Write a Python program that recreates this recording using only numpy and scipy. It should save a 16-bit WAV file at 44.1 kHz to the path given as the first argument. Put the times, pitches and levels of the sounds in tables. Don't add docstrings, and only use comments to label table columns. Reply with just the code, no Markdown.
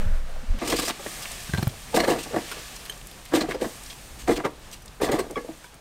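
import sys
import numpy as np
from scipy import signal
from scipy.fft import rfft, irfft, next_fast_len
from scipy.io import wavfile
from scipy.ndimage import uniform_filter1d, map_coordinates

SR = 44100
rng = np.random.default_rng(int(sys.argv[2]) if len(sys.argv) > 2 else 0)


def convert_level_to_amplitude(level_db):
    exponent = np.asarray(level_db, float) / 20
    return 10 ** exponent


def materialize(psi):
    bounded = np.clip(np.atleast_2d(psi).T, -1, 1)
    quanta = np.round(bounded * 32767).astype(np.int16)
    wavfile.write(sys.argv[1], SR, quanta)


N = 255969

# time in seconds, sway frequency in Hz, sway peak in dB.
SWAY = [
    (0, 8, -16),
    (.06, 19, -17),
    (.135, 22, -13),
    (.2, 19, -20),
    (.3, 16.5, -27),
    (.39, 17, -23),
    (.45, 19, -38),
    (.51, 25, -11),
    (.585, 22, -30),
]
# frequency in Hz, level in dB per Hz.
RATTLE_SPECTRUM = [(32, -58), (55, -11), (92, -1), (135, -16), (212, -11), (258, -56), (300, -20.5),
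                   (390, -52), (660, -120)]
# frequency in Hz, width in Hz, level in dB.
CABINET_MODES = [
    (505, 81, -1.5),
    (640, 83, -3),
    (800, 34, -5),
    (1460, 720, -9),
]
# time in seconds, rustle level in dB, brightness in dB.
STIR = [(0, -55.5, 3.5), (.58, -49.5, -5), (.6, -41.5, -13), (.94, -46, -2), (1.08, -40, 6),
        (1.4, -40.5, 3), (1.72, -46.5, 4.5), (2.29, -43.5, 2), (2.55, -39.5, 0.5), (3.05, -50, 5.5),
        (3.58, -48, -4), (3.66, -45.5, 6), (4.2, -51, 5.5), (4.52, -55.5, 0.5), (4.68, -50, 1),
        (4.84, -55.5, 3), (5.58, -52, 3.5), (5.8, -56.5, -1)]
# time in seconds, rumble level in dB.
LEAN = [(.6, -47), (.75, -37), (.93, -51), (1.3, -46), (1.45, -44), (1.74, -48), (1.85, -41.5), (2.37, -52),
        (2.9, -50), (3.16, -44.5), (3.4, -46.5), (4, -48.5), (4.12, -45), (4.32, -38), (4.45, -51),
        (4.72, -46), (5.18, -41), (5.4, -53)]
# frequency in Hz, level in dB per Hz.
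RUMBLE_SPECTRUM = [(8.8, -36), (15, 0.5), (48, 6), (64, -3), (81, -7), (200, -12.5), (260, -15.5),
                   (440, -120)]
HUM_SPECTRUM = [(88, -10), (150, -2.5), (218, -9), (257, -9), (284, -10.5), (552, -10), (1020, -12.5),
                (1710, -16.5), (3000, -25.5), (3900, -27), (6600, -120)]
RUSTLE_SPECTRUM = [(410, -21), (700, 8), (956, -4.5), (1190, 9), (1360, -1), (1780, 8.5), (1900, 5.5),
                   (2660, 7), (9200, 0.5), (10000, -4.5), (13700, -6.5), (15600, -11.5)]
# start in seconds, peak in dB, pitch in Hz, t60 in seconds.
JIGGLES = [
    (0.016, -37, 204, 0.074),
    (0.074, -41, 1700, .1),
    (.28, -38, 610, 0.052),
    (.35, -38, 800, .09),
    (.42, -37.5, 221, 0.093),
    (.53, -32, 211, .12),
]
# start in seconds, peak in dB, pitch in Hz.
GLINTS = [(.5869, -36, 11000), (1.2245, -28, 11000), (1.2335, -31, 11000), (1.28, -39, 10000),
          (1.327, -32, 9000), (1.43, -36, 13000), (1.631, -23, 12500), (1.6769, -22, 12500),
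          (1.9483, -21, 11000), (2.0735, -30, 11000), (2.8517, -32, 12000), (2.861, -31, 11000),
          (3.0702, -31, 11500), (3.1126, -31, 12000), (3.2503, -40, 12000), (3.259, -39, 12000),
          (3.3376, -39, 11000), (3.3516, -39, 11000), (3.4883, -42, 11000), (3.614, -35, 11000),
          (4.277, -43, 11000), (4.4521, -49, 11000), (4.7195, -38, 9000), (4.805, -47, 11000),
          (4.511, -44, 11500), (4.595, -44, 14000), (4.714, -32, 6500), (4.729, -41, 9000),
          (4.8562, -41, 12000), (5.0133, -31, 11000), (5.0198, -32, 11000), (5.1171, -23, 9000),
          (5.1919, -36.5, 11000), (5.3096, -33, 8900), (5.415, -42, 9000), (5.6469, -46, 13000),
          (5.743, -38, 8200), (5.7511, -40, 13500)]
# start in seconds, peak in dB, pitch in Hz.
SNAPS = [(0.5878, -36, 2500), (1.2545, -25, 2200), (1.316, -27, 8700), (1.403, -31, 7000),
         (1.3264, -38, 2720), (1.629, -28.5, 4050), (1.6773, -45, 2680), (1.6944, -34, 4260),
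         (2.763, -27.5, 5040), (2.8538, -33, 4390), (2.8616, -35, 2690), (2.9224, -35, 3210),
         (2.9746, -38, 8620), (3.0126, -34.5, 2930), (3.0696, -35, 8800), (3.112, -36, 3780),
         (3.253, -35, 8440), (3.2585, -35.5, 2600), (3.6144, -29, 2730), (3.8347, -33, 8600),
         (3.861, -30, 4700), (3.927, -34, 3470), (4.276, -29, 2840), (4.773, -46, 3710),
         (4.8054, -53, 6010), (4.858, -35, 8500), (4.8784, -34, 5530), (5.1178, -31, 2800),
         (5.3093, -33.5, 8500), (5.4864, -52, 2720)]
# frequency in Hz, width in Hz, level in dB.
POT_MODES = [(126, 125, -8), (250, 141, -1.5), (307, 36, 3.5), (350, 70, -2.5), (460, 23, 1.5),
             (679, 202, -3.5), (770, 120, -1), (955.6, 36, -10.5), (1145, 107, -8.5), (1672, 93, -12.5),
             (2006, 210, -14.5), (2600, 3600, -34)]
EDGE_MODES = [(2880, 1460, -4), (4220, 21, 4), (4230, 1100, -8.5), (8600, 2000, -2), (13000, 2300, -7)]
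# start in seconds, peak in dB, favoured pitch in Hz.
RAPS = [(.722, -14, 274), (.788, -19.5, 345), (.829, -24.5, 316), (.876, -19, 690), (.898, -19.5, 920),
        (1.251, -31.5, 1210), (1.999, -12.5, 330), (2.409, -34, 278), (2.513, -26.5, 1366),
        (3.511, -18.5, 1756), (2.042, -21, 1770), (4.451, -17.5, 610), (1.06, -27, 1800)]
KNOCKS = [(.993, -30.5, 550), (1.056, -34, 573), (1.93, -26, 770), (1.967, -9.5, 280), (2.037, -15, 590),
          (2.183, -25, 295), (2.362, -14, 276), (2.374, -23, 400), (2.395, -35, 274), (2.57, -29, 456),
          (3.321, -21, 325), (3.338, -10.5, 300), (3.41, -13.5, 640), (3.644, -19.5, 228),
          (4.277, -11, 282), (4.291, -12, 455), (4.314, -13, 343), (4.377, -20.5, 383), (4.396, -20.5, 344),
          (4.444, -13.5, 440), (4.488, -38, 307), (5.037, -15.5, 287), (5.089, -17, 435), (5.117, -15, 604),
          (5.188, -14, 395), (5.367, -19.5, 477), (2.328, -30, 600), (5.004, -25, 405), (3.455, -30, 310),
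          (3.555, -33, 470)]
NUDGES = [(.733, -17.5, 404), (1.942, -12, 542), (2.071, -16, 620), (2.261, -27, 665), (2.309, -30, 477),
          (2.339, -15.5, 624), (3.432, -20, 313), (3.544, -19, 510), (3.619, -14.5, 329), (5.016, -13, 430),
          (5.223, -33, 262), (5.301, -27.5, 485), (5.447, -34.5, 503), (5.484, -31.5, 685),
          (5.495, -33, 297), (5.32, -34, 620)]
DRAGS = [(.616, -17.5, 345), (.66, -24, 390), (.69, -22.5, 514), (.81, -25, 497), (1.984, -14, 348),
         (2.081, -11, 400), (2.109, -16, 250), (2.149, -21, 450), (3.352, -14, 310), (3.487, -20, 384),
         (3.606, -20, 470), (4.359, -25.5, 307), (5.01, -18.5, 250), (5.06, -20.5, 250), (5.133, -18, 279),
         (5.389, -30, 450), (5.235, -29.5, 394)]
# start in seconds, peak in dB, favoured pitch in Hz.
BLOWS = [(.6195, -27, 336), (.7225, -19.5, 298), (.7365, -21, 423), (0.788, -25, 334), (1.0619, -22, 630),
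         (1.9455, -14.5, 505), (1.973, -12, 330), (1.981, -13, 312), (2.0855, -15, 365), (2.1025, -14, 400),
         (2.116, -13.5, 300), (2.345, -21, 665), (2.3635, -20, 294), (3.336, -9.5, 320), (3.37, -14.5, 302),
         (3.4875, -17.5, 404), (3.6185, -16, 408), (4.2955, -8, 350), (4.3065, -14, 332),
         (4.4545, -14.5, 560), (5.0205, -20, 348), (5.0295, -13.5, 340), (5.043, -16, 480),
         (5.0935, -11, 476), (5.132, -11, 390), (5.139, -11, 270), (5.1915, -18, 436), (5.303, -24.5, 460),
         (5.372, -28, 474), (5.38, -23, 450), (5.446, -32, 463), (3.432, -21.5, 310), (3.352, -11, 292),
         (5.4885, -26, 290)]
# start in seconds, peak in dB.
FLICKS = [(.6286, -33), (.6746, -19), (.699, -17), (.7187, -18), (.7879, -16.5), (.8794, -17),
          (1.946, -20.5), (1.9594, -14.5), (2.0994, -20), (2.2308, -28), (3.3497, -18), (3.5056, -33),
          (3.6494, -43), (1.222, -26.5), (4.4492, -31), (4.7282, -29), (4.8234, -58), (5.043, -24.5),
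          (5.1164, -20.5), (5.1893, -21.5)]
SWEEPS = [(.61, -35), (.6507, -25), (.69, -32), (.89, -34), (.76, -18), (.735, -26.5), (.8183, -20),
          (.8508, -19.5), (2.0765, -21.5), (2.1872, -27), (3.3357, -21.5), (3.3697, -24.5), (3.491, -33.5),
          (3.6127, -28.5), (4.1919, -33.5), (4.2768, -26.5), (4.3075, -26.5), (4.7156, -41), (5.019, -20.5),
          (5.135, -28.5), (5.6384, -40.5)]
# start in seconds, peak in dB, brightness in dB, singing pitch in Hz, t60 in seconds.
SQUEAKS = [(1.578, -30, -33, 4060, 0.02), (0.899, -19.5, -40, 3190, 0.039),
           (1.989, -22.5, -22, 4040, 0.097), (2.0025, -14.5, -19, 4220, 0.013),
           (2.0405, -22, -16.5, 4220, 0.024), (2.1195, -26.5, -30, 2960, 0.066),
           (2.5137, -27.5, -45, 5260, 0.06), (2.7567, -30.5, -10, 4100, 0.066),
           (3.4095, -17.5, -17, 4120, 0.059), (3.5427, -36, -19, 4930, 0.046),
           (3.901, -30, -14.5, 3320, 0.051), (4.36, -23, -35, 4220, 0.052),
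           (4.373, -27.5, -22, 4260, 0.018), (4.391, -39, -15, 2850, 0.074), (5.088, -36, -18, 2520, 0.099)]
# start in seconds, peak in dB, thud pitch in Hz, ring level in dB, favoured mode in Hz.
TAPS = [
    (1.492, -27, 158, -12, 1575),
    (1.5347, -16, 129, -7.5, 1575),
    (1.546, -20, 101, -7, 1575),
    (1.5733, -38.5, 150, 8, 2320),
    (1.5806, -17, 158, -11, 4250),
    (1.589, -17.5, 113, -15, 855),
    (1.6257, -16, 148, -10.5, 1200),
    (1.67, -13, 118.5, -16.5, 1200),
]
# frequency in Hz, width in Hz, level in dB.
PLATE_MODES = [
    (370, 92, 11),
    (855, 250, 4),
    (1575, 150, 4.5),
    (2320, 120, 0),
    (2820, 2200, -8.5),
    (4250, 61, -1),
]
# start in seconds, peak in dB.
TICKS = [
    (2.513, -29),
    (2.8963, -19),
    (5.357, -24),
    (5.3754, -27.5),
    (5.643, -33.5),
    (5.388, -39),
    (4.8195, -42),
]
# frequency in Hz, level in dB, t60 in seconds.
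FORK_MODES = [
    [(1464, -10, 0.11), (2600, -7, 0.042), (5260, -7, 0.1), (8970, -7, 0.1), (11600, -10, .06),
     (12600, -10, .07), (14300, -14, .06)],
    [(427, -8, 0.069), (1760, 9.5, 0.011), (3096, 8, 0.035), (3214, -3, 0.056), (4100, -4, 0.038),
     (6400, -2, 0.043), (8600, 1, 0.03), (11900, -2, 0.026), (13300, -12, .03)],
    [(1135, 6.5, 0.1), (2280, 2, 0.059), (3320, 3, 0.032), (5300, -14, 0.11)],
    [(1120, -3, 0.078), (1690, -4, 0.12), (2110, 9, 0.028)],
    [(974, -15, 0.12), (1540, 1, 0.018), (2270, -11, .04)],
    [(1120, 1, 0.062), (1740, 1, 0.085), (2140, -8, 0.073)],
    [(4850, -3, .05), (6000, 0, .06), (8200, -3, .04), (9900, -1, .06), (11800, -8, .04), (13600, -2, .05)],
]
# frequency in Hz, t60 in seconds.
KITCHEN_T60 = [
    (200, 0.38),
    (2000, 0.19),
    (10000, 0.024),
]
# frequency in Hz, width in Hz, level in dB.
PORT_MODES = [
    (8700, 900, -15),
]


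def unit(x):
    return x / np.sqrt(np.mean(x ** 2) + 1e-20)


def along(points, hz):
    f, v = np.transpose(points)
    return np.interp(np.log(hz + 1), np.log(f + 1), v)


def curves(rows):
    s, *columns = np.transpose(rows)
    return [np.interp(np.arange(N) / SR, s, column) for column in columns]


def wobble(rate):
    knots = rng.standard_normal(int(N * rate / SR) + 40)
    return map_coordinates(knots, [np.arange(N) * rate / SR])


def filtered(x, response):
    m = next_fast_len(2 * len(x))
    return irfft(rfft(x, m) * response(np.fft.rfftfreq(m, 1 / SR)), m)[:len(x)]


def body(modes, gain_db=lambda hz: 0):
    def response(f):
        total = 0
        for k, (hz, width, db) in enumerate(modes):
            damping = 1j * f * width
            total = total + (-1) ** k * convert_level_to_amplitude(db + gain_db(hz)) * damping / (hz * hz - f * f + damping)
        return total
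    return response


def rush(spectrum, patchy_db):
    z = signal.stft(rng.standard_normal(N), nperseg=512)[2]
    patches = uniform_filter1d(rng.standard_normal(z.shape), 6, axis=0)
    patches = uniform_filter1d(patches, 12, axis=1)
    x = signal.istft(z * convert_level_to_amplitude(patchy_db * unit(patches)), nperseg=512)[1][:N]
    return unit(filtered(x, lambda hz: convert_level_to_amplitude(along(spectrum, hz))))


def stroke(rise, t60, grit_db):
    t = np.arange(SR // 5) / SR
    grit = convert_level_to_amplitude(grit_db * unit(uniform_filter1d(rng.standard_normal(len(t)), size=60)))
    swell = np.sin(np.pi / 2 * np.clip(t / max(rise, .0003), 0, 1)) ** 2
    fall = convert_level_to_amplitude(-60 * (np.maximum(t - rise, 0) / max(0.66 * t60, .004)) ** 1.6)
    return swell * fall * grit * rng.standard_normal(len(t))


def add(track, s, x, db):
    track[round(s * SR):][:len(x)] += convert_level_to_amplitude(db) * x / np.abs(x).max()


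def ring(modes, t, attack):
    total = 0
    for hz, db, t60 in modes:
        decay = convert_level_to_amplitude(db + rng.normal(0, 1) - 60 * t / t60)
        total = total + decay * np.sin(2 * np.pi * hz * t)
    return total * (1 - np.exp(-t / attack))


def shake():
    t = np.arange(N) / SR
    hz, sway_db = curves(SWAY)
    phase = 2 * np.pi * np.cumsum(hz) / SR + 1.3
    sway = convert_level_to_amplitude(sway_db) * (np.sin(phase) + .18 * np.sin(3 * phase))
    dip_db = 7.5 * np.exp(-((t - .36) / 0.096) ** 2)
    rattle_db = sway_db - 16.5 - dip_db
    rattle = convert_level_to_amplitude(rattle_db - 1.5 + 0.35 * wobble(35.0)) * rush(RATTLE_SPECTRUM, patchy_db=6.5)
    hum_db = -51.5 + 10.5 * np.exp(-t / 0.22) + 2.9 * wobble(18.7)
    hum = convert_level_to_amplitude(hum_db) * unit(filtered(rng.standard_normal(N), body(CABINET_MODES)))
    scene_change_s = .587
    return (sway + rattle + hum) * (np.arange(N) < scene_change_s * SR)


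def busy(x):
    linger_s = 0.029
    memory = np.exp(-np.arange(SR // 2) / SR / linger_s)
    return np.sqrt(np.abs(signal.fftconvolve(x ** 2, memory / memory.sum())[:N]))


def air(bumps, slides):
    crunch_db, boom_db = -12.5, -21.5
    hum_db, hum_follows = -50, 0.47
    rustle_db, bright_db = curves(STIR)
    steady_hum = convert_level_to_amplitude(hum_db + hum_follows * (rustle_db - rustle_db.mean()))
    hum_level = np.hypot(steady_hum, convert_level_to_amplitude(boom_db) * busy(bumps))
    rustle = rush(RUSTLE_SPECTRUM, patchy_db=.4)
    treble = filtered(rustle, lambda hz: 1 / (1 + (7000 / (hz + 1)) ** 4))
    flutter = convert_level_to_amplitude(.6 * wobble(20))
    rustle_level = np.hypot(convert_level_to_amplitude(rustle_db), convert_level_to_amplitude(crunch_db) * busy(slides)) * flutter
    rustle = rustle_level * (rustle + (convert_level_to_amplitude(bright_db) - 1) * treble)
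    rumble = convert_level_to_amplitude(curves(LEAN)[0] + 1.3 * wobble(4.3)) * rush(RUMBLE_SPECTRUM, patchy_db=0.0)
    hum = hum_level * convert_level_to_amplitude(1.7 * wobble(20.73)) * rush(HUM_SPECTRUM, patchy_db=0.85)
    return rumble + hum + rustle


def jiggles():
    out = np.zeros(N + SR)
    for s, db, hz, t60 in JIGGLES:
        mode = body([(hz, .3 * hz, 0)])
        add(out, s, filtered(stroke(0.011, t60, grit_db=2), lambda f: mode(f) ** 2), db)
    return out[:N]


def glints():
    out = np.zeros(N + SR)
    for s, db, hz in GLINTS:
        mode = body([(hz, .6 * hz, 0)])
        click = stroke(0.00046, 0.0051, grit_db=10)[:SR // 20]
        add(out, s, filtered(click, lambda f: mode(f) ** 2), db)
    return out[:N]


def snaps():
    out = np.zeros(N + SR)
    for s, db, hz in SNAPS:
        mode = body([(hz, 0.9 * hz, 0)])
        click = stroke(0.00084, 0.024, grit_db=0.5)
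        add(out, s, filtered(click, lambda f: mode(f) ** 2 / (1 + 1j * f / 7000) ** 2), db)
    return out[:N]


def bump(hz, hard_db, t60, rise):
    def near(c):
        return 6 * np.exp(-(np.log2(c / hz) / 0.25) ** 2) + (hard_db + 13.5) * 0.73 * (c > 900)

    held = 1 + 0.018 * rng.normal()
    pot_wall, spot = body(POT_MODES, near), body([(hz, 0.13 * hz, 6)])
    return filtered(stroke(rise, t60, grit_db=4.5), lambda f: pot_wall(f * held) + spot(f))


def pot():
    out = np.zeros(N + SR)
    # contacts, hardness in dB, t60 in seconds, rise in seconds
    for rows, hard_db, t60, rise in [(RAPS, -1.8, 0.058, .008), (KNOCKS, -12, 0.064, .0135),
                                     (NUDGES, -24, 0.047, .0135), (DRAGS, -13, 0.17, .0135)]:
        for s, db, hz in rows:
            add(out, s - .7 * rise, bump(hz, hard_db, t60, rise), db)
    push_s = 0.0011
    push = np.sin(np.pi * np.clip(np.arange(SR // 8) / SR / push_s, 0, 1))
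    wall = body(POT_MODES)
    for s, db, hz in BLOWS:
        spot = body([(hz, 0.23 * hz, 3)])
        add(out, s, filtered(push, lambda f: wall(f) + spot(f)), db)
    floor_hz = 118
    return filtered(out[:N], lambda f: (1j * f / (floor_hz + 1j * f)) ** 2)


def scrapes():
    out = np.zeros(N + SR)
    rise, light_db = .013, -12.5
    light = []
    for rows, t60 in [(FLICKS, 0.077), (SWEEPS, 0.19)]:
        for s, db in rows:
            catch_hz = 3400 * np.exp(0.384 * rng.normal())
            light.append((s, db, light_db, catch_hz, t60))
    for s, db, bright_db, hz, t60 in light + SQUEAKS:
        edge = body(EDGE_MODES, lambda c: 1.5 * (bright_db + 11) * np.log2(c / 5000))
        sing = body([(hz, 140, np.clip(-2.8 * (bright_db + 11.5), -6, 16))])
        force = stroke(rise, t60, grit_db=2)
        add(out, s - .6 * rise, filtered(force, lambda f: edge(f) + sing(f)), db)
    return out[:N]


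def plate():
    out, t = np.zeros(N + SR), np.arange(SR // 6) / SR
    thud_rise, thud_t60, jar_t60 = 0.0037, 0.037, 0.027
    for s, db, hz, ring_db, spot_hz in TAPS:
        envelope = convert_level_to_amplitude(-60 * t / thud_t60) * (1 - np.exp(-(t / thud_rise) ** 2))
        add(out, s, np.sin(2 * np.pi * hz * t) * envelope, db)
        china = body(PLATE_MODES, lambda c: 7 * np.exp(-(np.log2(c / spot_hz) / 0.36) ** 2))
        add(out, s, filtered(stroke(.0004, jar_t60, grit_db=2), china), db + ring_db + 7.5)
    return out[:N]


def fork():
    out, t = np.zeros(N + SR), np.arange(SR // 5) / SR
    for (s, db), modes in zip(TICKS, FORK_MODES):
        contact = 0.2 * convert_level_to_amplitude(-60 * t / 0.0066) * rng.standard_normal(len(t))
        add(out, s, ring(modes, t, 0.0015) + contact, db)
    return out[:N]


def kitchen(x):
    hz, t, z = signal.stft(rng.standard_normal(SR // 2), SR, nperseg=256)
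    decay = convert_level_to_amplitude(-60 * t / along(KITCHEN_T60, hz)[:, None])
    tail = signal.istft(z * decay, SR, nperseg=256)[1]
    delayed = np.pad(x, (200, 0))
    return signal.fftconvolve(delayed, tail / np.linalg.norm(tail))[:N]


def scene():
    bumps, slides = pot(), scrapes()
    near = jiggles() + glints() + snaps() + bumps + slides + plate() + fork()
    return (near + convert_level_to_amplitude(-18.5) * kitchen(near) + air(bumps, slides) + shake())[None]


def low_pass(x):
    return signal.sosfilt(signal.butter(12, 15710, fs=SR, output="sos"), x)


def record(dry):
    hiss = convert_level_to_amplitude(-67) * rng.standard_normal(N)
    port, top_hz = body(PORT_MODES), 15800
    limited = filtered(dry[0] + hiss, lambda hz: (1 + port(hz)) * (hz < top_hz))
    return low_pass(limited[None])


dry = scene()
out = record(dry)
materialize(out)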